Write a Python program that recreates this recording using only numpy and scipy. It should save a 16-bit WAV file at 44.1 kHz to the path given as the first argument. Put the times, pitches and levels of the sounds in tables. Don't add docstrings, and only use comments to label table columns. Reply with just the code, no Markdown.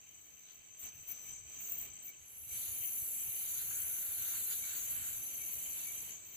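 import sys
import numpy as np
from scipy import signal
from scipy.fft import rfft, irfft, next_fast_len
from scipy.io import wavfile

SR = 44100
rng = np.random.default_rng(int(sys.argv[2]) if len(sys.argv) > 2 else 0)


def to_wav(sig):
    pcm = np.clip(np.atleast_2d(sig), -1, 1) * 32767
    pcm = np.round(pcm).astype(np.int16)
    wavfile.write(sys.argv[1], SR, pcm.T)


N = 280476
TIME = np.arange(N) / SR

# start_s, level_db
BACKGROUND_LEVEL = [(0, -8.5), (.78, -8), (.83, -0.5), (.88, 2), (.91, -5.5), (1.06, -6.5), (1.11, 0.5),
                    (1.2, -3.5), (1.3, -1.5), (1.43, -7.5), (1.53, -1), (1.86, 1), (1.91, -4.5),
                    (2.03, -5.5), (2.09, -3.5), (2.16, -7.5), (2.47, -7.5), (2.53, -0.5), (6.13, 0.5),
                    (6.19, -4.5), (6.36, -3.5)]

# wing_pitch_hz, strokes_per_s, level_db
LOW_SINGERS = [(6030, 65, -12), (6160, 41, -1), (6190, 58, -3), (6225, 47, -2), (6185, 67, -3),
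               (6190, 83, 1)]
GUEST_SINGER = [(6045, 40, 0)]
MIDDLE_SINGERS = [(6440, 23, 0.5), (6790, 47, 4), (7040, 74, -6), (7170, 82, -4), (7300, 47, 6)]
HIGH_SINGERS = [(7310, 46, -1), (7524, 51, -3.5), (7630, 57, -4.5), (7744, 36, 1.5), (7865, 69, -0.5),
                (8230, 62, -11)]
TRILLERS = [(7480, 95, 3), (7790, 80, -7.5)]
TREE_SINGERS = [(2290, 41, 1.5), (3070, 52, -10)]

# pitch_hz, level_db
LOW_TONES = [(6143, 0), (6262, 0)]
BROAD_TONES = [(10078, -6), (10490, -4), (10648, -1), (10810, -4), (11311, -3), (12345, -1), (12490, -2)]
NARROW_TONES = [(11656, -0.84), (11775, 0.2), (11923, 0.2), (12069, -2.2), (12283, -1)]
LOW_TONES_DB, BROAD_TONES_DB, NARROW_TONES_DB = -7.5, -10, -8.5

LOW_CHOIR_DB, LOW_CHOIR_PAN_DB = -53.5, 4.5
GUEST_MIDDLE_S, GUEST_LENGTH_S, GUEST_DB = 1.24, 0.6, -52.5

# start_s, level_db
MIDDLE_LEVEL = [(0, -59), (1.1, -68.5), (2.3, -65), (2.65, -53.5), (3.05, -61), (3.6, -59), (4.7, -50.5),
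                (5.3, -60), (6.36, -57.5)]
# middle_s, length_s, level_db
MIDDLE_CHIRPS = [(1.36, 0.072, -54.5), (1.616, 0.17, -54), (3.137, 0.063, -55), (3.557, 0.2, -47.5),
                 (3.742, 0.1, -47.5), (4.323, 0.11, -49.5), (4.517, 0.046, -46), (4.81, 0.12, -49),
                 (5.08, 0.12, -51), (5.665, 0.082, -48.5), (5.85, 0.19, -55), (6.36, 0.032, -49)]
MIDDLE_LOW_HZ, MIDDLE_HIGH_HZ = 6550, 7400

# start_s, level_db
HIGH_LEVEL = [(0, -57.5), (1.2, -54.5), (2.35, -56), (2.6, -52.5), (4, -54.5), (4.8, -51), (5.35, -56),
              (5.8, -53), (6.36, -58)]
HIGH_CHOIR_PAN_DB = -5
TRILLER_DB, TRILLER_PAN_DB = -63.5, -8.5

# start_s, level_db
CHIRR_LEVEL = [(0, -76), (2.4, -76), (2.6, -66), (3.1, -71), (3.58, -62), (3.85, -70), (4.3, -60),
               (4.55, -61), (4.9, -67), (5.4, -70), (5.8, -65), (6.36, -72)]
CHIRR_LOW_HZ, CHIRR_HIGH_HZ = 3450, 4500

# frequency_hz, relative_level_db (per Hz)
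AIR_COLOUR = [(100, -1.5), (180, 7), (400, 4), (1000, 0), (1500, 0), (2000, 1), (3800, 0), (4700, -2),
              (5400, -7.5), (8300, -19), (9200, -18), (15000, 2)]
CHORUS_COLOUR = [(1700, -15), (2100, 1), (2290, 3.5), (2420, 4.5), (2700, 3.5), (2900, 4.5), (3140, 10),
                 (3260, -10), (4000, -35.5)]
AIR_DB, CHORUS_DB = -60, -62
FAR_CALL_LOW_HZ, FAR_CALL_HIGH_HZ = 2150, 3200

# frequency_hz, relative_level_db (per Hz)
FLAME_COLOUR = [(25, -28), (55, -3.5), (90, 1), (130, -2.5), (180, -14), (350, -28)]
PUFF_COLOUR = [(18, 13), (50, -7), (75, 14), (110, -39)]
FLAME_DB = -71
PUFF_DEPTH_DB = -4.5

# middle_s, length_s, level_db, pan_db
RASPS = [(0.272, 0.41, -64.5, 15), (.55, .06, -62, 10), (0.829, 0.08, -48.5, 14), (0.998, 0.13, -58.5, 14),
         (1.104, 0.05, -41, 13), (1.183, 0.11, -57.5, 14), (1.278, 0.086, -52.5, 18),
         (1.523, 0.077, -61, 20), (1.648, 0.12, -47, -2), (1.782, 0.17, -45.5, 1), (2.07, 0.07, -47, 4),
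         (2.862, 0.077, -42, 13), (3.807, .06, -43, 14), (4.694, .06, -47, 16), (4.784, 0.095, -44, 23),
         (4.855, .04, -47, 20), (5.168, 0.094, -53, 14), (5.354, .07, -55, 15), (5.538, 0.23, -52, 20),
         (5.717, 0.12, -72, 12), (5.997, 0.37, -58, 14), (6.34, 0.19, -54.5, 9)]
# start_s, level_db, pan_db
WING_SNAPS = [(1.616, -36, -8), (1.657, -35, 10), (1.695, -33, -1), (1.719, -25.5, 14), (1.730, -31, 7),
              (1.737, -31, 5), (1.749, -33, -4), (1.783, -25, 12), (1.814, -29.5, 12), (2.853, -32, 9),
              (4.765, -31, 14), (4.778, -32, 14), (5.531, -28, 18)]
# frequency_hz, relative_level_db (per Hz)
RASP_WING = [(9500, -54), (11000, -23), (12000, -14), (13800, -6.5), (14600, -2), (15100, 0), (15500, -8)]
BROAD_WING = [(8700, -60), (9200, -11), (10000, -4), (10550, 1), (10950, -1.5), (11300, -0.5), (11700, 0.5),
              (12350, 3), (12900, -1.5), (14200, -3), (15500, -4)]
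NARROW_WING = [(9000, -27), (10000, -16), (10450, -2.5), (10800, -3.5), (11100, -3), (11380, -7),
               (11750, 1), (12050, -2.5), (12300, -4), (12650, -5), (13100, -9.5), (14200, -12.5),
               (15500, -14)]
SIZZLE_DB, SIZZLE_PAN_DB = -62, 19

# start_s, level_db
CHIRPS = [(.079, -41), (.698, -44), (1.259, -38), (1.863, -39.5), (2.487, -43.5), (3.078, -36),
          (3.683, -38.5), (4.296, -39), (4.912, -40), (5.494, -45), (6.128, -44)]
CHIRP_STROKES = [-12.5, -12, -3, -3.5, -3.5]
CHIRP_STEP_S, CHIRP_STROKE_S = .032, .018
CHIRP_TOP_HZ, CHIRP_FALL_HZ, CHIRPER_PAN_DB = 8060, 700, 1

# middle_s, length_s, level_db, crispness (0-1)
RUSTLES = [(0.491, 0.087, -67, 0.8), (2.62, 0.2, -60, .9), (3.45, 0.16, -62, 0.8),
           (3.595, 0.075, -57.5, 0.72), (3.93, 0.55, -62, 0.4), (4.32, 0.18, -56, 0.6),
           (4.514, 0.068, -55, 0.55), (4.723, 0.2, -57, 0.6), (5.01, 0.29, -59.5, 0.5),
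           (5.814, 0.12, -61, 0.8)]
# frequency_hz, relative_level_db (per Hz)
RUSTLE_COLOUR = [(600, -5), (1100, 1), (1500, 9), (2100, 5), (3200, 3), (4100, 5), (5200, -6), (7000, -10),
                 (10000, -10)]
RUSTLE_SPLIT_HZ = 2950

# middle_s, length_s, level_db, pan_db
PUFFS = [(.6, 0.044, -74, -5), (0.845, 0.028, -63.5, 4), (0.99, 0.089, -67, 8), (1.314, 0.065, -68, 3),
         (1.438, 0.12, -67.5, 1), (1.87, 0.13, -67.5, -6), (2.212, 0.057, -74.5, -7),
         (2.438, 0.1, -66.5, -17), (2.544, 0.051, -61.5, -19), (2.724, 0.03, -61, -17),
         (2.816, 0.027, -63, -17), (3.022, 0.023, -56.5, -17), (3.282, 0.04, -63.5, 1),
         (3.674, 0.11, -63, 1), (3.844, 0.1, -63.5, 21), (4.108, 0.062, -66, 2), (4.221, 0.032, -61.5, -10),
         (4.821, 0.04, -67.5, -1), (4.97, 0.14, -62, 10), (5.175, 0.069, -64, 1),
         (5.566, 0.042, -65.5, -10), (5.695, 0.091, -68, 0)]
# start_s, level_db, ring_hz, ring_t60_s, pan_db
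CRACKS = [(0.884, -52, 6500, 0.01, 5), (3.708, -50.5, 1760, 0.019, -1), (4.214, -42, 12400, .008, 16),
          (4.286, -30, 12500, .015, 20), (4.336, -53, 1510, 0.1, 8), (4.503, -51, 3930, 0.06, 10),
          (4.521, -46.5, 3880, 0.08, 9), (5.698, -58, 7000, 0.024, 4)]
TICK_DB = -8

# middle_s, level_db, pan_db
PEEPS = [(1.115, -67, 3), (1.28, -65, 9), (1.36, -67, -1), (2.095, -60, 7), (2.53, -63, 9), (4.65, -56, 18),
         (5.42, -55.5, 11), (5.89, -56, 0)]
PEEP_HZ = 2283

BUZZ_START_S, BROAD_END_S, NARROW_END_S = 2.175, 4.73, 6.21
BROAD_ATTACK_S, BROAD_RELEASE_S, BROAD_DB, BROAD_PAN_DB = 0.22, 0.2, -40.5, 0.5
NARROW_ATTACK_S, NARROW_RELEASE_S, NARROW_DB, NARROW_PAN_DB = 2.56, 0.26, -43.5, 2
BUZZ_CORE_HZ, BUZZ_WIDENS_S, BUZZ_NARROWS_S = 11600, 0.53, 0.15

# middle_s, pitch_hz, level_db
PIPS = [(2.216, 6600, -50), (2.68, 6730, -46), (2.93, 6500, -60), (3.55, 6740, -56), (4.2, 6740, -58),
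        (4.41, 6750, -50), (4.63, 6680, -54), (4.85, 6860, -54), (5.3, 6740, -54), (5.49, 6770, -52),
        (6.13, 6720, -45)]
PIP_LENGTH_S = 0.045

CUTOFF_HZ = 15450


def from_db(db):
    return 10 ** (np.asarray(db) / 20)


def rms_one(x):
    return x / np.sqrt(np.mean(x ** 2, axis=-1, keepdims=True) + 1e-20)


def in_time(rows):
    s, *columns = np.transpose(rows)
    return [np.interp(TIME, s, c) for c in columns]


def drift(rate):
    step = 40
    hz = np.fft.rfftfreq(N // step, step / SR)
    slow = irfft(rfft(rng.standard_normal(N // step)) / (1 + (hz / rate) ** 2))
    return np.interp(np.arange(N) / step, np.arange(len(slow)), rms_one(slow))


def sway(rate, depth_db):
    return from_db(depth_db * np.array([drift(rate), drift(rate)]))


def swell(s, length):
    return 1 / (1 + np.square(np.square(2 * (TIME - s) / length)))


def panned(pan_db):
    gains = from_db(np.array([[.5], [-.5]]) * pan_db)
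    return gains / np.sqrt(np.mean(gains ** 2, axis=0))


def colour(x, points):
    size = next_fast_len(N, real=True)
    octave = np.log2(np.fft.rfftfreq(size, 1 / SR) + 1)
    hz, db = np.transpose(points)
    knots = np.log2(hz)
    beyond = np.abs(octave - np.clip(octave, knots[0], knots[-1]))
    gain = from_db(np.interp(octave, knots, db) - 60 * beyond)
    return rms_one(irfft(rfft(x, size) * gain, size)[..., :N])


def diffuse(points, alike):
    mid, side = rng.standard_normal((2, N))
    alike = np.clip(alike, 0, 1)
    both = np.sqrt(1 + alike) * mid + np.sqrt(1 - alike) * side * [[1], [-1]]
    return colour(both, points)


def forest(x, t60, direct_db):
    t = TIME[:SR // 2]
    echoes = rng.standard_normal((2, len(t))) * from_db(-60 * t / t60)
    paths = rms_one(echoes) / np.sqrt(len(t))
    paths[[0, 1], rng.integers(0, 16, size=2)] += from_db(direct_db)
    paths = paths / np.sqrt(1 + from_db(direct_db) ** 2)
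    return signal.oaconvolve(x[None], paths, axes=1)[:, :N]


def stroke_phase(per_s, unsteady):
    return (rng.random() + np.cumsum(per_s * (1 + unsteady * drift(3))) / SR) % 1


def crickets(singers, glide, waver, throb_db, t60, direct_db):
    out = 0
    for hz, per_s, db in singers:
        phase = stroke_phase(per_s, unsteady=.09)
        stroke_number = np.cumsum(np.diff(phase, prepend=0) < 0)
        fresh = rng.random(2000)[stroke_number]
        pitch = hz * (1 + glide * (.5 - phase) + waver * drift(222.5))
        tone = np.sin(2 * np.pi * (np.cumsum(pitch) / SR + fresh))
        note = np.sin(np.pi * phase) ** 4 * tone
        throbbing = note * from_db(throb_db * drift(25.5))
        out = out + from_db(db) * rms_one(forest(throbbing, t60, direct_db))
    return rms_one(out)


def whistles(tones, waver_hz, throb_db):
    voices = 0
    for hz, db in tones:
        gain = from_db(db + throb_db * drift(3.1))
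        voices = voices + gain * np.sin(2 * np.pi * np.cumsum(hz + waver_hz * drift(28.7)) / SR)
    return rms_one(forest(voices, t60=0.18, direct_db=3.5))


def far_calls(low_hz, high_hz, per_s, length_s, spread_db, t60, direct_db):
    t = np.arange(int(length_s * SR)) / SR
    out = np.zeros(N + SR)
    for when, height, size in rng.random((int(per_s * N / SR), 3)):
        at = int(when * N)
        hz = low_hz + height * (high_hz - low_hz)
        out[at:at + len(t)] += from_db(spread_db * size) * np.hanning(len(t)) * np.sin(2 * np.pi * hz * t)
    return rms_one(forest(out[:N], t60, direct_db))


def katydids(wing, strokes_per_s, teeth_per_s, stroke_db, tooth_db, t60, direct_db, haze_db, count):
    near = 0
    for _ in range(count):
        stroke = from_db(stroke_db * np.cos(2 * np.pi * stroke_phase(strokes_per_s, unsteady=0.029)))
        sizes = from_db(tooth_db * np.clip(rng.standard_normal(N), -2, 2)) * rng.choice([-1, 1], N)
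        teeth = (rng.random(N) < teeth_per_s / SR) * sizes
        near = near + forest(teeth * stroke, t60, direct_db)
    haze = from_db(haze_db) * rng.standard_normal((2, N))
    return colour(rms_one(near) + haze, wing)


def burst(s, hz, octaves, t60):
    t = TIME[:SR // 8]
    edges = np.clip([hz * 2 ** (-octaves / 2), hz * 2 ** (octaves / 2)], 20, .45 * SR)
    band = signal.butter(2, edges, "band", fs=SR, output="sos")
    hit = signal.sosfilt(band, rng.standard_normal(len(t)) * from_db(-60 * t / t60))
    return np.pad(hit / np.abs(hit).max(), (round(s * SR), N))[:N]


def low_choir():
    choir = crickets(LOW_SINGERS, glide=.006, waver=.002, throb_db=1.2, t60=.25, direct_db=4)
    choir = choir + from_db(LOW_TONES_DB) * whistles(LOW_TONES, waver_hz=9.04, throb_db=4.0)
    choir = from_db(LOW_CHOIR_DB) * sway(rate=7, depth_db=2.0) * choir
    guest = crickets(GUEST_SINGER, glide=0.0056, waver=0.0022, throb_db=2.5, t60=0.26, direct_db=-4)
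    guest = from_db(GUEST_DB) * swell(GUEST_MIDDLE_S, GUEST_LENGTH_S) * guest
    return (choir + guest) * panned(LOW_CHOIR_PAN_DB)


def middle_choir():
    level_db, = in_time(MIDDLE_LEVEL)
    chirps = sum(from_db(db) * swell(s, length) for s, length, db in MIDDLE_CHIRPS)
    choir = crickets(MIDDLE_SINGERS, glide=.07, waver=.012, throb_db=2, t60=.12, direct_db=-4)
    notes = far_calls(MIDDLE_LOW_HZ, MIDDLE_HIGH_HZ, per_s=200, length_s=.028, spread_db=8,
                      t60=.08, direct_db=-4)
    return np.hypot(from_db(level_db), chirps) * rms_one(choir + notes)


def high_choir():
    level_db, = in_time(HIGH_LEVEL)
    choir = crickets(HIGH_SINGERS, glide=.045, waver=.006, throb_db=2, t60=.1, direct_db=-2)
    choir = from_db(level_db) * panned(HIGH_CHOIR_PAN_DB) * sway(rate=10, depth_db=2.5) * choir
    trillers = crickets(TRILLERS, glide=0.006, waver=0.003, throb_db=2, t60=0.15, direct_db=3)
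    trillers = from_db(TRILLER_DB + 2 * drift(4.1)) * panned(TRILLER_PAN_DB) * trillers
    return choir + trillers


def low_chirr():
    level_db, = in_time(CHIRR_LEVEL)
    notes = far_calls(CHIRR_LOW_HZ, CHIRR_HIGH_HZ, per_s=260, length_s=.024, spread_db=8,
                      t60=.12, direct_db=0)
    return from_db(level_db) * notes * panned(2.3)


def far_forest():
    air = from_db(AIR_DB) * diffuse(AIR_COLOUR, alike=0.078) * panned(-0.76)
    blur = from_db(-1.5 + 2.8 * drift(12)) * diffuse(CHORUS_COLOUR, alike=0.016)
    notes = far_calls(FAR_CALL_LOW_HZ, FAR_CALL_HIGH_HZ, per_s=130, length_s=.02, spread_db=10,
                      t60=.22, direct_db=0)
    trills = crickets(TREE_SINGERS, glide=0.0079, waver=0.00817, throb_db=0.0, t60=0.24, direct_db=-5.5)
    chorus = blur + from_db(-5.5) * notes + from_db(-9.5) * trills
    return air + from_db(CHORUS_DB) * chorus * panned(1.5)


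def flames():
    flutter = from_db(FLAME_DB + 1.0 * drift(15)) * sway(rate=3.7, depth_db=2.0)
    return flutter * diffuse(FLAME_COLOUR, alike=0.54)


def phrase(s, length):
    return 1 / (1 + np.square(2 * (TIME - s) / length) ** 3)


def high_katydids():
    phrases = sum(from_db(db) * phrase(s, length) * panned(pan) for s, length, db, pan in RASPS)
    background_db, = in_time(BACKGROUND_LEVEL)
    sizzle = from_db(SIZZLE_DB + background_db) * panned(SIZZLE_PAN_DB)
    rasp = katydids(RASP_WING, strokes_per_s=48, teeth_per_s=900, stroke_db=2, tooth_db=2.5,
                    t60=.04, direct_db=0, haze_db=-8, count=2)
    snaps = sum(from_db(db) * panned(pan) * burst(s, 15000, octaves=.12, t60=.045)
                for s, db, pan in WING_SNAPS)
    snaps = signal.sosfilt(signal.butter(4, 13000, "high", fs=SR, output="sos"), snaps)
    return np.hypot(phrases, sizzle) * rasp + snaps


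def chirper():
    t = np.arange(int(CHIRP_STROKE_S * SR)) / SR
    pitch = CHIRP_TOP_HZ - CHIRP_FALL_HZ * t / CHIRP_STROKE_S
    hump = np.sin(np.pi * t / CHIRP_STROKE_S) ** 2
    out = np.zeros(N + SR)
    for s, db in CHIRPS:
        for k, stroke_db in enumerate(CHIRP_STROKES):
            at = int((s + k * CHIRP_STEP_S) * SR)
            stroke = hump * np.sin(2 * np.pi * np.cumsum(pitch + rng.normal(0, 56)) / SR)
            out[at:at + len(t)] += from_db(db + stroke_db + rng.normal(0, 1)) * stroke
    return forest(out[:N], t60=.09, direct_db=-1) * panned(CHIRPER_PAN_DB)


def rustles():
    sizes = rng.choice([-1, 1], N) * from_db(5 * np.clip(rng.standard_normal(N), -2, 2))
    ticks = (rng.random(N) < 1200 / SR) * sizes
    spray = colour(forest(ticks, t60=0.12, direct_db=-8), RUSTLE_COLOUR) * panned(1.0)
    dull = signal.sosfilt(signal.butter(3, RUSTLE_SPLIT_HZ, "low", fs=SR, output="sos"), spray)
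    crisp = signal.sosfilt(signal.butter(3, RUSTLE_SPLIT_HZ, "high", fs=SR, output="sos"), spray)
    out = 0
    for s, length, db, crispness in RUSTLES:
        litter = rms_one(crispness * crisp + (1 - crispness) * dull)
        out = out + from_db(db) * swell(s, length) * litter
    return out


def campfire():
    surge = sum(from_db(db) * swell(s, length) * panned(pan) for s, length, db, pan in PUFFS)
    deep = from_db(PUFF_DEPTH_DB) * diffuse(PUFF_COLOUR, alike=0.07)
    puffs = surge * (diffuse(FLAME_COLOUR, alike=0.87) + deep)
    cracks = 0
    for s, db, hz, t60, pan in CRACKS:
        ring = burst(s, hz, octaves=0.55, t60=t60)
        tick = from_db(TICK_DB) * burst(s, hz, octaves=3.2, t60=.006)
        cracks = cracks + from_db(db) * panned(pan) * (ring + tick)
    echoes = forest(cracks.mean(axis=0), t60=0.14, direct_db=-38)
    return puffs + from_db(-0.5) * cracks + from_db(6.0) * echoes


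def frog():
    voice = np.sin(2 * np.pi * np.cumsum(PEEP_HZ * (1 + 0.015 * drift(136.7))) / SR)
    calls = sum(from_db(db) * panned(pan) * swell(s, length=0.042) for s, db, pan in PEEPS)
    return calls * rms_one(forest(voice, t60=0.44, direct_db=26))


def held(attack, end, release):
    return np.clip((TIME - BUZZ_START_S) / attack, 0, 1) * np.clip((end - TIME) / release, 0, 1)


def ragged(buzz, effort, skirt, patchy_db):
    size = next_fast_len(N, real=True)
    spectrum, hz = rfft(buzz, size), np.fft.rfftfreq(size, 1 / SR)
    centres = np.linspace(9300, 15300, 7)
    out = 0
    for centre in centres:
        part = irfft(spectrum * np.interp(hz, centres, centres == centre), size)[:, :N]
        edge = effort ** abs(skirt * np.log2(centre / BUZZ_CORE_HZ))
        out = out + part * edge * from_db(patchy_db * drift(6.1))
    return out


def long_buzz():
    broad = katydids(BROAD_WING, strokes_per_s=32, teeth_per_s=1100, stroke_db=1.8, tooth_db=3,
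                     t60=0.07, direct_db=-3, haze_db=-12, count=3)
    broad = broad + from_db(BROAD_TONES_DB) * whistles(BROAD_TONES, waver_hz=19.7, throb_db=1.5)
    broad = from_db(BROAD_DB) * panned(BROAD_PAN_DB) * broad
    broad = broad * held(BROAD_ATTACK_S, BROAD_END_S, BROAD_RELEASE_S)

    narrow = katydids(NARROW_WING, strokes_per_s=28, teeth_per_s=950, stroke_db=3.0, tooth_db=3.0,
                      t60=0.1, direct_db=-8, haze_db=-10, count=3)
    narrow = narrow + from_db(NARROW_TONES_DB) * whistles(NARROW_TONES, waver_hz=16.2, throb_db=7)
    narrow = from_db(NARROW_DB) * panned(NARROW_PAN_DB) * sway(rate=11, depth_db=1.2) * narrow
    narrow = narrow * held(NARROW_ATTACK_S, NARROW_END_S, NARROW_RELEASE_S)

    effort = held(BUZZ_WIDENS_S, NARROW_END_S, BUZZ_NARROWS_S)
    return ragged(broad + narrow, effort, skirt=2.2, patchy_db=.8)


def pips():
    s, hz, db = np.transpose(PIPS)
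    pitch = np.interp(TIME, s, hz) + 55 * drift(120)
    voice = np.sin(2 * np.pi * np.cumsum(pitch) / SR)
    calls = sum(from_db(level_db) * swell(at, PIP_LENGTH_S) for at, level_db in zip(s, db))
    return forest(calls * voice, t60=0.17, direct_db=-8)


def scene():
    background_db, = in_time(BACKGROUND_LEVEL)
    choirs = low_choir() + middle_choir() + high_choir()
    distance = low_chirr() + far_forest()
    background = choirs + distance + flames() + chirper() + long_buzz() + pips()
    return from_db(background_db) * background + high_katydids() + rustles() + campfire() + frog()


def record(dry):
    return signal.sosfilt(signal.ellip(12, .1, 80, CUTOFF_HZ, fs=SR, output="sos"), dry)


dry = scene()
out = record(dry)
to_wav(out)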